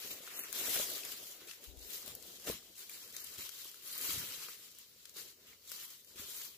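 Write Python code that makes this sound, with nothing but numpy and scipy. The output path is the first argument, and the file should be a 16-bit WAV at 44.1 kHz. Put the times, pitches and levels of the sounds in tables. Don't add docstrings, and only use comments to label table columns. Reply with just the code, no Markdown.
import sys
import numpy as np
from scipy import signal
from scipy.fft import rfft, irfft, dct, next_fast_len
from scipy.io import wavfile
from scipy.ndimage import uniform_filter1d, map_coordinates

SR = 44100
rng = np.random.default_rng(int(sys.argv[2]) if len(sys.argv) > 2 else 0)


def waveform_to_disk(signal):
    frames = np.transpose(np.atleast_2d(signal))
    scaled = np.clip(frames, -1, 1) * 32767
    samples = np.round(scaled).astype(np.int16)
    wavfile.write(sys.argv[1], SR, samples)


def how_loud(loudness_db):
    steps = np.asarray(loudness_db, float) / 20
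    return 10 ** steps


N = 289737


def unit(x):
    return x / np.sqrt(np.mean(x ** 2) + 1e-20)


def along(points, hz):
    f, v = np.transpose(points)
    return np.interp(np.log(hz + 1), np.log(f + 1), v)


def curve(rows):
    s, value = np.transpose(rows)
    return np.interp(np.arange(N) / SR, s, value)


def wobble(rate):
    knots = rng.standard_normal(int(N * rate / SR) + 4)
    return map_coordinates(knots, [np.arange(N) * rate / SR])


def filtered(x, response):
    m = next_fast_len(N + 8192)
    return irfft(rfft(x, m) * response(np.fft.rfftfreq(m, 1 / SR)), m)[..., :N]


def coloured(x, spectrum):
    return unit(filtered(x, lambda hz: how_loud(along(spectrum, hz))))


def sides(pan_db):
    half = np.atleast_1d(pan_db) / 2
    return how_loud(np.array([half, -half]))


def swells(s, db, rise, fall, bed_db=-120):
    t = np.arange(0, N / SR + .002, .001)[:, None] - s
    skirt = np.maximum(-t / np.abs(rise), t / np.abs(fall)) ** 1.5
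    power = how_loud(2 * (db - 10 * skirt)).sum(1)
    return 10 * np.log10(np.interp(np.arange(N) / SR, t[:, 0] + s[0], power) + how_loud(2 * bed_db))


# f/Hz, likeness (0 to 1)
ALIKE = [(100, 0.929), (300, 0.9), (600, 0.6), (1200, 0.45), (2500, 0.054)]


def diffuse():
    turn = lambda hz: np.arccos(np.clip(along(ALIKE, hz), -1, 1)) / 2
    mid, side = filtered(rng.standard_normal((2, N)), lambda hz: [np.cos(turn(hz)), np.sin(turn(hz))])
    return np.array([mid + side, mid - side])


# f/Hz, level/dB
FOREST = [(18, -36), (30, -15.5), (71, 2), (236, -16), (388, 8.5), (764, -5.5), (1860, -3), (3480, -2),
          (4170, 5), (7410, 0), (8670, -5.5), (15400, 3)]


def forest():
    return how_loud(-64.5 + .8 * wobble(3)) * coloured(diffuse(), FOREST) * sides(3)


def patches(x, depth_db):
    z = signal.stft(x, nperseg=256)[2]
    field = uniform_filter1d(rng.standard_normal(z.shape[1:]), 5, 0)
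    field = uniform_filter1d(field, 8, 1)
    return signal.istft(z * how_loud(depth_db * unit(field)), nperseg=256)[1][:, :N]


def crackle(count, spread_db, life_s, clump_db, hush, lurch):
    port_gap_s = .00016
    when, near = rng.uniform(size=(2, count))
    size = how_loud(spread_db * np.minimum(rng.exponential(size=count), 3.8)) * rng.choice([-1, 1], count)
    lag = rng.standard_normal(count) * port_gap_s * SR
    kind = rng.integers(0, 4, count)
    t = np.arange(SR // 40) / SR
    out = np.zeros((2, N))
    for k in range(4):
        ring = rng.standard_normal(len(t)) * how_loud(-60 * t / (life_s * (1 + k) / 2.144))
        pick = kind == k
        for ch, sign in enumerate((1, -1)):
            at = np.clip(when[pick] * N + sign * lag[pick] / 2, 0, N - 1).astype(int)
            hits = np.bincount(at, size[pick] * how_loud(sign * 7.307 * (near[pick] - 1.0)), N)
            out[ch] += signal.fftconvolve(hits, unit(ring))[:N]
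    slips = np.bincount((when[:240] * N).astype(int), near[:240] ** 2, N)
    surge = 1 + lurch * signal.fftconvolve(slips, how_loud(-60 * t / 0.08682))[:N]
    shower = patches(unit(out) + hush * diffuse(), depth_db=1.6829)
    return surge / np.mean(surge) * shower * how_loud(clump_db * wobble(45))


# f/Hz, level/dB
BLADES = [(1350, -14), (2300, -13), (3190, -1.5), (3680, 0.5), (7150, -1), (8690, -14.5), (9500, -13.5),
          (12400, -22), (20900, -120)]
EDGES = [(6500, -30.5), (8000, -4), (9500, -1), (12000, 3.5), (16500, 0)]
STEMS = [(440, -64), (750, -34), (914, -5), (1240, 4.5), (1680, 6), (2900, 3), (3770, -37.5), (6380, -120)]
# peak t/s, blade level/dB, rise t/s per 10 dB, fall t/s per 10 dB,
# stems over blades level/dB
STEPS = [(0.057, -49, 0.179, 0.1409, -8.5), (0.114, -49, -0.0097, 0.039, -13),
         (0.306, -56.5, 0.1385, 0.1269, -2), (0.42, -57.5, 0.1224, 0.1045, 3.5),
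         (0.595, -44, 0.0834, 0.1676, -8.5), (0.776, -38, 0.1497, 0.0681, -10),
         (0.994, -56, 0.1739, 0.0224, -3), (1.047, -48, 0.0258, 0.0319, -6.5),
         (1.118, -47, 0.0495, 0.0333, -9), (1.435, -59, 0.2004, 0.055, -5),
         (1.492, -53, 0.0309, 0.0697, -8.5), (1.511, -61.5, 0.0766, 0.1271, -5.5),
         (2.072, -50, 0.0549, 0.0721, -9.9), (2.487, -43, 0.0342, 0.056, -5.5),
         (2.904, -52, 0.018, 0.2917, -12.5), (3.148, -52, 0.0164, 0.5885, -11.5),
         (3.387, -49.0, 0.0111, 0.1323, -12), (4.108, -41.5, 0.16, 0.1784, -9),
         (4.466, -53.5, 0.4696, 0.1462, -6.5), (5.179, -48, 0.0251, 0.0634, -10.5),
         (5.511, -61, 0.0917, 0.0514, -4.0), (5.816, -50, 0.1008, 0.0616, -10),
         (6.198, -50, 0.0371, 0.0805, -8.5), (6.401, -49.5, 0.0972, 0.1237, -12)]
# peak t/s, blade level/dB, rise t/s per 10 dB, fall t/s per 10 dB,
# edges over blades level/dB
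SWEEPS = [(0.214, -57.5, -0.0022, 0.5148, 1.171), (0.399, -52, 0.056, 0.04, 10),
          (0.897, -44.5, 0.2357, 0.1427, 1.5685), (1.287, -53, 0.4006, 0.097, 1.8781),
          (1.646, -55.5, 0.029, 0.0611, 1.7531), (1.685, -64, 0.1444, 0.16, -6),
          (1.826, -56, 0.0566, 0.1, 0.443), (1.938, -47, 0.0681, 0.0939, 2.5),
          (2.154, -57, 0.0313, 0.0263, 0.2147), (2.286, -55, 0.1332, 0.2899, 0.2868),
          (2.52, -57, 0.103, 0.1511, -7), (2.706, -63.5, 0.201, -0.142, -1.0552),
          (2.799, -53, 0.0471, 0.0972, 1.3281), (3.661, -52.5, 0.2468, 0.1011, 0.6984),
          (3.88, -51, 0.0439, 0.2865, 4.5), (4.323, -53, 0.1265, 0.318, 1.1756),
          (4.715, -62.0, 0.8057, 0.0228, 0.3477), (4.816, -60, 0.1533, 0.0847, -2.5),
          (5.096, -61.5, 0.206, 0.0527, -0.8368), (5.285, -55, 0.0564, 0.0433, -1),
          (5.725, -50.5, 0.0598, 0.0441, 0.3431), (5.902, -54, 0.045, 0.0824, 1.9433),
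          (6.107, -63, 0.0843, 0.1369, 1.056), (6.306, -52, 0.0584, 0.1421, 3.5)]


def leaves():
    bed_db, pan_db, sweep_stem_db = -74.5, 4.5, -15.5
    s, db, rise, fall, stems = np.transpose(STEPS)
    s2, db2, rise2, fall2, edges = np.transpose(SWEEPS)
    edges = np.r_[1.4046 + 0.19145 * (db + 50), edges]
    stems = np.r_[stems, np.full(len(s2), sweep_stem_db)]
    s, db, rise, fall = np.r_[s, s2], np.r_[db, db2], np.r_[rise, rise2], np.r_[fall, fall2]
    blade_db = swells(s, db, rise, fall, bed_db)
    edge_db = swells(s, db + edges, rise, fall, bed_db + np.mean(edges))
    stem_db = swells(s, db + stems, rise, fall, bed_db + np.mean(stems))
    shower = crackle(count=16000, spread_db=3.5, life_s=0.005119, clump_db=0.7463, hush=0.98884, lurch=0.3)
    blade = how_loud(blade_db) * coloured(shower, BLADES)
    edge = how_loud(edge_db) * coloured(shower, EDGES) * sides(2.2)
    stem = how_loud(stem_db) * coloured(shower, STEMS)
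    return (blade + edge) * sides(pan_db) + stem * sides(0.75 + 0.8213 * pan_db)


def braced():
    brace_s, brace_db = .012, -2
    t = np.arange(N) / SR
    breaks = np.sort([row[0] for row in SNAPS + BRITTLE + SMALL_SNAPS] + [N])
    ahead = breaks[np.searchsorted(breaks, t)] - t
    return how_loud(brace_db * np.clip(1 - ahead / (2 * brace_s), 0, .5) * 2)


# f/Hz, level/dB
LITTER = [(100, -19.5), (170, -9.5), (349, 2), (389, 4), (542, -1), (799, -11), (950, -12.5), (1240, -48),
          (2090, -120)]
SOIL = [(15, -41.5), (25, -33.5), (59, 2.5), (124, 0.3), (178, 0.5), (250, -2), (320, -6.5), (550, -120)]
# peak t/s, litter creak level/dB, soil push level/dB, rise t/s per 10 dB,
# fall t/s per 10 dB
WEIGHT = [(0.114, -57.5, -69, 0.1627, 0.1574), (0.394, -57.5, -86, 0.1977, 0.089),
          (0.604, -51.5, -66, 0.0816, 0.0311), (0.682, -52.5, -63, 0.0489, 0.2179),
          (0.807, -48, -63, 0.1808, 0.0237), (0.919, -54.5, -91.5, 0.2092, 0.0903),
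          (1.122, -58.0, -75.0, 0.2167, 0.0435), (1.21, -61.5, -75.5, 0.0315, 0.2559),
          (1.424, -62, -89.0, 0.0871, 0.0765), (1.6, -62, -91.0, 0.0272, 0.08),
          (1.688, -61, -90.0, 0.0261, 0.2208), (1.95, -61.5, -71.5, 0.3249, 0.0765),
          (2.079, -58.5, -59, 0.0731, 0.2118), (2.309, -65.5, -67.5, 0.1961, 0.1612),
          (2.487, -41, -57, 0.0199, 0.024), (2.5, -60, -54.5, 0.0989, 0.1042),
          (2.706, -66, -71, 0.14, -0.0371), (3.21, -67.0, -74, 0.604, 0.1655),
          (3.378, -62.5, -59, 0.048, 0.1092), (4.158, -54, -60, 0.2027, 0.0262),
          (4.17, -61, -58.5, 0.1669, 0.3873), (5.21, -62.5, -71.5, 0.0984, 0.0949),
          (5.519, -70.5, -73, 0.1986, 0.055), (6.2, -64, -67, 0.1336, 0.2903)]
# t/s, level/dB
SETTLING = [
    (0, -71),
    (2.7, -79),
    (3.9, -68.5),
    (4.65, -79),
    (5.4, -84),
    (5.8, -71.5),
    (5.97, -79.5),
    (6.57, -77),
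]


def tread():
    s, creak_db, push_db, rise, fall = np.transpose(WEIGHT)
    creak_db = swells(s, creak_db, rise, fall, curve(SETTLING))
    push_db = swells(s + 0.01553, push_db, 0.609 * rise, 0.29144 * (rise + fall), bed_db=-76.5)
    grains = crackle(count=6000, spread_db=2.5, life_s=0.006694, clump_db=1.5, hush=1.0, lurch=0.2732)
    creak = coloured(grains, LITTER)
    give = rng.standard_normal(N) + .18 * rng.standard_normal((2, N))
    push = coloured(give * how_loud(1.5 * wobble(20)), SOIL)
    return (how_loud(creak_db) * creak + how_loud(push_db) * push) * sides(5.2)


# t/s, level/dB
HOLLOW = [
    (0, 3),
    (1.5, 2),
    (1.9, -1.5),
    (2.5, 5),
    (3.1, -2.5),
    (4.3, -4),
    (5.5, -1.5),
    (6.57, -6),
]


def grounded(x):
    centre_hz, width = 730, 0.15
    band = filtered(x, lambda hz: np.exp(-(np.log(hz / centre_hz + 1e-9) / width) ** 2))
    return x + (how_loud(curve(HOLLOW)) - 1) * band


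# t/s, peak level/dB, pitch f/Hz, life t/s
KNOCKS = [(0.0565, -45, 400.4, 0.01105), (.2026, -44, 512.6, 0.01102), (0.7614, -30.5, 574.2, 0.01093),
          (1.0588, -45, 571.5, 0.01128), (1.428, -50, 399.1, 0.00874), (2.166, -47.5, 440.1, 0.0174),
          (2.2757, -49.5, 348.3, 0.01748), (2.399, -52.5, 409.6, 0.0117), (3.1282, -52, 460.5, 0.01228),
          (3.307, -54.5, 390.8, 0.01201), (3.3887, -47.5, 330.2, 0.01356), (3.5784, -56, 390.1, 0.01507),
          (4.959, -59, 470, 0.01314), (6.17, -51, 349.9, 0.01185), (0.557, -47.5, 546.1, 0.0131),
          (0.682, -34.5, 550, 0.01125), (0.796, -29.5, 547.7, 0.0142), (0.913, -41, 573.7, 0.02392),
          (1.224, -47, 595.8, 0.01866), (1.416, -49, 363.9, 0.0156), (1.578, -59, 392.5, 0.01193),
          (2.076, -40, 537.4, 0.00958), (2.471, -33.5, 525.6, 0.00968), (2.4968, -21.5, 403.3, 0.00945),
          (2.698, -50, 301.5, 0.01769), (3.163, -53, 417, 0.01021), (3.653, -54, 355.2, 0.0124),
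          (4.089, -36.5, 287.6, 0.01883), (4.483, -48.5, 438.7, 0.01525), (5.139, -57.5, 468.6, 0.01982),
          (5.162, -52, 377.9, 0.0215), (5.715, -52, 522.8, 0.01856), (6.156, -47.5, 342.3, 0.01484),
          (6.195, -41.5, 207, 0.0133), (6.286, -51.5, 370.7, 0.01437)]


def knocks():
    out, t = np.zeros(N + SR), np.arange(SR // 10) / SR
    for s, db, hz, life in KNOCKS:
        swing = how_loud(-60 * (t / life) ** 2) * np.sin(2 * np.pi * 1.0782 * hz * t)
        ring = .5 * how_loud(-60 * t / 0.03474) * np.sin(2 * np.pi * 0.48837 * hz * t)
        out[round((s + .002) * SR):][:len(t)] += how_loud(db - 5.5) * (swing + ring)
    return out[:N] * sides(4.2)


# t/s, peak level/dB, brightness f/Hz, left over right level/dB
SNAPS = [(.2769, -39.5, 14500, -1.9), (.3925, -29, 14000, 10.6), (.4369, -33, 13000, 8.6),
         (.9014, -28, 13500, -5.2), (1.0355, -33, 7400, 5.8), (1.0506, -29, 9300, 3.5),
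         (1.1189, -33, 10500, 6.2), (1.4742, -37.4, 10500, 6.9), (1.5128, -35.5, 4500, 6),
         (1.9043, -33, 14500, 9.7), (1.9331, -33, 13000, 6.8), (2.0627, -39, 9400, 7.6),
         (2.1516, -28.5, 13000, 4.3), (2.2255, -39, 6700, 9.2), (2.7812, -36.5, 9800, 3.4),
         (2.7924, -35, 13000, 3.9), (2.8966, -30, 12500, 3.8), (3.1659, -28.9, 6000, 8),
         (3.2414, -36, 13000, 10), (3.2444, -33.5, 10100, 11.9), (3.3819, -38.5, 7500, 7.6),
         (3.4923, -31.5, 7000, 8), (3.6453, -35, 14000, 0), (3.9794, -25, 13500, 2.1),
         (4.014, -29, 13000, 7.8), (5.0553, -35.5, 5500, 5.1), (5.095, -39, 6000, 2.8),
         (5.6934, -37, 6800, 4.2), (.705, -25, 12500, 5), (.7375, -26, 13000, 5), (2.4715, -35, 3500, 4),
         (2.9155, -38, 13900, 3), (3.8234, -42, 13500, 4), (5.1685, -38, 5500, 4), (5.183, -36, 5000, 4)]
# t/s, peak level/dB
SMALL_SNAPS = [(1.124, -32), (1.534, -41), (1.641, -41), (1.772, -46), (2.232, -43), (1.7927, -43), (2.0785, -33),
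               (2.3985, -41), (2.4433, -40), (2.7557, -45), (2.7653, -45), (2.806, -39), (3.0775, -42),
               (3.3, -39), (3.1266, -38), (3.517, -41), (3.715, -41), (3.7438, -42), (4.7154, -45), (4.7493, -47),
               (5.1414, -47), (5.6757, -42), (5.699, -38), (5.9036, -41), (6.0474, -42.5), (6.0741, -48),
               (6.1594, -45)]
# t/s, peak level/dB, brightness f/Hz, left over right level/dB
BRITTLE = [
    (.5281, -24, 8000, 10.8),
    (4.7866, -34.5, 11500, 6.1),
    (5.7176, -29, 8000, 8.8),
]


def snaps():
    tear, tear_s, crumble, crumble_s = .42, .28, .14, .08
    out, lead = np.zeros((2, N + SR)), SR // 300
    t = (np.arange(SR // 12) - lead) / SR
    f = np.fft.rfftfreq(len(t), 1 / SR)
    twigs = list(SNAPS) + [(s, db, 8000, 6) for s, db in SMALL_SNAPS]
    twigs = [(*row, .0043) for row in twigs] + [(*row, .002) for row in BRITTLE]
    for s, db, hz, pan_db, life in twigs:
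        body_db = -12 - 6 * np.log(hz / 9500)
        bright = np.exp(-(np.log(f / hz + 1e-3) / .85) ** 2)
        body = how_loud(body_db) * np.exp(-(np.log(f / 1700 + 1e-3) / .45) ** 2)
        noise = rng.standard_normal((3, len(t)))
        noise = noise[0] + 1.2965 * noise[1:]
        burst = irfft(rfft(noise) * (bright + body), len(t))
        fall = how_loud(-60 * t / (2.5 * life)) + crumble * how_loud(-60 * t / crumble_s)
        burst = burst * np.where(t < 0, tear * (t > -tear_s * life), fall)
        burst = burst / np.abs(burst).max(axis=1, keepdims=True)
        out[:, round(s * SR) - lead:][:, :len(t)] += how_loud(db - 1) * sides(pan_db) * burst
    return out[:, :N]


# t/s, peak level/dB, pitch f/Hz, left over right level/dB
POPS = [(.2769, -42, 1414, -4), (0.387, -48.5, 1311, -5), (.5284, -47.5, 1502, -0.5),
        (.605, -43.5, 1487, -4), (.7345, -40.5, 2102, 1.5), (.738, -42.5, 2111, 2),
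        (0.7631, -42, 1422, 0.5), (0.7654, -37.5, 2396, 2.5), (.778, -40, 2148, 1.5),
        (.7981, -44.5, 1250, -2), (1.0348, -42, 2610, 1.5), (1.1206, -45, 2935, 10.5),
        (1.2468, -56.5, 1307, -4.5), (1.4164, -54.5, 1483, 8), (1.4249, -58.5, 1423, 5),
        (1.486, -49.5, 2526, 8), (1.4935, -58, 1361, -4), (1.5132, -45, 2738, 12.5),
        (2.0305, -53.5, 1137, -1), (2.0788, -52.5, 1179, 1), (2.4803, -42.5, 1372, 2),
        (2.4994, -39.5, 1032, 0), (2.5282, -46, 1166, 4), (2.6273, -62.5, 1260, 1),
        (2.7552, -58.5, 2800, 4.5), (2.897, -45.5, 2383, 5), (3.3983, -51, 1321, 0),
        (3.4933, -51.5, 1403, 7), (3.656, -54, 1124, -2.5), (3.6692, -49.5, 2914, 5),
        (3.7444, -53, 1355, 9), (3.8132, -54.5, 2791, 9), (4.1075, -40.5, 1239, 2.5),
        (4.3126, -48, 1421, 6), (4.3228, -46, 2948, 7.5), (4.4256, -51, 1248, 4),
        (4.4866, -43.5, 1266, 5.5), (4.4861, -48, 2515, 4), (4.496, -52, 1373, 7),
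        (4.7311, -68.5, 1423, -7), (4.8035, -65.5, 1118, 7), (4.8312, -58, 2598, -1),
        (4.9937, -62.5, 3137, 0.5), (5.1824, -51.5, 1308, 4.5), (5.532, -52.5, 2124, -13.5),
        (5.7182, -48, 1475, 12), (6.1065, -63, 1461, 6), (6.16, -54.5, 2443, 0), (6.2074, -55.5, 1235, 4.5)]


def pops():
    rise_s, fall_s = 0.0006263, 0.001949
    out, lead = np.zeros((2, N + SR)), SR // 200
    t = (np.arange(SR // 40) - lead) / SR
    shape = np.exp(-np.where(t < 0, (t / rise_s) ** 2, t / fall_s))
    for s, db, hz, pan_db in POPS:
        pop = shape * np.cos(2 * np.pi * hz * t)
        out[:, round((s - .0006) * SR) - lead:][:, :len(t)] += how_loud(db + 1.5) * sides(pan_db) * pop
    return out[:, :N]


# t/s, peak level/dB, pitch f/Hz
THUMPS = [(.7, -56, 118), (2.097, -56, 75), (2.155, -60, 65), (2.5, -40, 180), (2.535, -54, 60),
          (3.39, -57, 120), (4.104, -55, 135), (4.148, -46.5, 88), (4.179, -41, 110), (4.203, -45, 135),
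          (6.207, -56, 105)]


def thumps():
    turns = 0.75
    out, lead = np.zeros(N + SR), SR // 20
    t = (np.arange(SR // 10) - lead) / SR
    for s, db, hz in THUMPS:
        swing = np.exp(-(t * hz / turns) ** 2) * np.sin(2 * np.pi * hz * t)
        out[round(s * SR) - lead:][:len(t)] += how_loud(db) * swing
    return out[:N] * sides(3.5)


# t/s, level/dB
PUFF = [
    (1.64, -99.5),
    (1.672, -53),
    (1.688, -48),
    (1.756, -58.5),
    (1.778, -49),
    (1.878, -62.5),
    (1.9, -82.5),
]


def puff():
    t = np.arange(N) / SR
    gate = (t > PUFF[0][0]) & (t < PUFF[-1][0])
    swing = 2 * np.pi * np.cumsum(57 + 3 * wobble(25)) / SR
    beat = 1 + .5 * np.cos(2 * np.pi * 22.5 * (t - 1.69))
    eddies = (np.sin(swing) + .12 * np.sin(2 * swing + 1)) * beat
    return np.array([how_loud(curve(PUFF) + 6.0) * gate * eddies, np.zeros(N)])


def scene():
    ground = grounded(braced() * leaves() + tread() + forest())
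    return ground + snaps() + knocks() + thumps() + pops() + puff()


# f/Hz, level/dB against the treble mean
STARVED = [(2000, -12), (2450, -8), (3000, -6), (3300, -1.5), (3650, -1.5), (3950, -5), (4700, -4.5),
           (6000, -5), (7400, -8), (8700, -7), (10000, -9), (12000, -13)]
# f/Hz, rounding step over band rms
COARSE = [(700, .2), (1400, .5), (2200, 1.7), (3200, 2.1), (5500, 1.85), (8500, 1.9), (11000, 1.5),
          (14000, 1)]
# start t/s, length t/s, low f/Hz, high f/Hz, # added threshold level/dB
THIN_CENTRE = [(.05, .1, 2900, 3750, 5), (.1, .04, 7600, 9000, 7), (.335, .135, 3000, 6200, 5),
               (.54, .1, 3900, 5100, 1.5), (1.16, .17, 3650, 4300, 6), (1.35, .05, 5000, 6800, 6),
               (1.16, .29, 8200, 9000, 1.5), (1.57, .18, 8200, 9300, 2), (1.78, .09, 2500, 3900, 4),
               (2.33, .12, 3500, 3900, 4), (2.52, .04, 7700, 8200, 9), (2.8, 1.7, 3200, 3800, 2.5),
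               (2.98, .12, 8800, 9600, 5), (3.85, .1, 4500, 5000, 5), (4.97, .08, 7900, 9500, 4),
               (4.6, 1.4, 3000, 3700, 1.5), (6.04, .06, 3200, 3600, 6), (6.35, .2, 2400, 3700, 3),
               (6.37, .2, 8000, 8800, 2)]


def starve(x):
    size, start, sudden, chance_db, bright_db = 1024, 896, 5, 2.6, 5
    n, lead = np.arange(2 * size), 2 * size - start
    hz = (np.arange(size) + .5) * SR / (2 * size)
    window = signal.windows.kaiser_bessel_derived(2 * size, 4 * np.pi)
    pair = np.pad([x[0] + x[1], x[0] - x[1]], ((0, 0), (lead, 3 * size)))
    frames = pair[:, np.arange(N // size + 3)[:, None] * size + n] * window
    a, b, c, d = np.split(frames, 4, axis=2)
    z = dct(np.concatenate([-c[..., ::-1] - d, a - b[..., ::-1]], axis=2), type=4, norm="ortho")
    power = uniform_filter1d(z ** 2, size=2, axis=1) + 1e-20
    mean = lambda lo, hi: power[..., (hz > lo) & (hz < hi)].mean(axis=(0, 2))[:, None]
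    band = lambda v, wide: np.repeat(v.reshape(*v.shape[:2], -1, wide).mean(axis=3), wide, axis=2)
    luck = np.repeat(rng.normal(0, chance_db, z[..., ::8].shape), 8, axis=2)
    highs_db = 10 * np.log10(mean(10000, 15000) / mean(2500, 7000))
    luck = luck + (hz < 6500) * np.maximum(highs_db - bright_db, 0)
    s = ((np.arange(z.shape[1])[:, None] + 1.5) * size - lead) / SR
    for t, length, lo, hi, db in THIN_CENTRE:
        luck[0] += db * ((s > t) & (s < t + length) & (hz > lo) & (hz < hi))
    weak = band(power, 8) < how_loud(2 * (along(STARVED, hz) + luck)) * mean(2000, SR)
    weak = weak & (hz > 2000)
    weak = weak | np.roll(weak & (luck > 2 * chance_db), 1, axis=1)
    parts = np.diff(frames[0], append=0) ** 2
    parts = parts.reshape(len(frames[0]), 16, -1).sum(axis=2)
    calm = (parts.max(axis=1) < sudden * parts.mean(axis=1))[:, None]
    step = along(COARSE, hz) * np.sqrt(band(z ** 2, 32).mean(axis=0) + 1e-20)
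    rounded = lambda q: np.sign(q) * np.floor(np.abs(q / step) ** .75 + .4054) ** (4 / 3) * step
    swap = lambda q: np.array([q[0] + q[1], q[0] - q[1]]) / np.sqrt(2)
    z = z * ~weak
    apart = np.repeat(rng.uniform(size=step[:, ::32].shape) < .4, 32, axis=1)
    kept = np.where(apart, swap(rounded(swap(z))), rounded(z))
    u, v = np.split(dct(np.where(calm, kept, z), type=4, norm="ortho"), 2, axis=2)
    back = np.concatenate([v, -v[..., ::-1], -u[..., ::-1], -u], axis=2) * window
    joined = back[:, 1:, :size] + back[:, :-1, size:]
    mid, side = joined.reshape(2, -1)[:, lead - size:][:, :N] / 2
    return np.array([mid + side, mid - side])


def band_limit(x):
    return signal.sosfilt(signal.butter(12, 16830, fs=SR, output="sos"), x)


# f/Hz, level/dB
PORTS = [(20, -5.5), (2300, -1.5), (3300, 0), (3550, -2), (3800, 0), (8000, -0.5), (8700, -2.5), (9400, -2),
         (15000, 2)]
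# f/Hz, left over right level/dB
LOUDER_LEFT = [(60, -1.5), (150, -1.5), (500, 3.3), (1100, -3.2), (2200, 2.2), (6000, -0.6), (13000, 2.4)]


def record(dry):
    top_hz, flash_s, flash_db, flash_top_hz = 15510, .003, -8, 16750
    heard = filtered(dry, lambda hz: how_loud(along(PORTS, hz)) * sides(along(LOUDER_LEFT, hz)))
    low = filtered(heard, lambda hz: hz < top_hz)
    t = np.arange(N) / SR
    flash = sum(np.exp(-((t - row[0]) / flash_s) ** 2) for row in BRITTLE)
    top = how_loud(flash_db) * flash * (heard - low)
    top = filtered(top, lambda hz: np.clip((flash_top_hz - hz) / 400, 0, 1))
    return band_limit(starve(low) + top)


dry = scene()
out = record(dry)
waveform_to_disk(out)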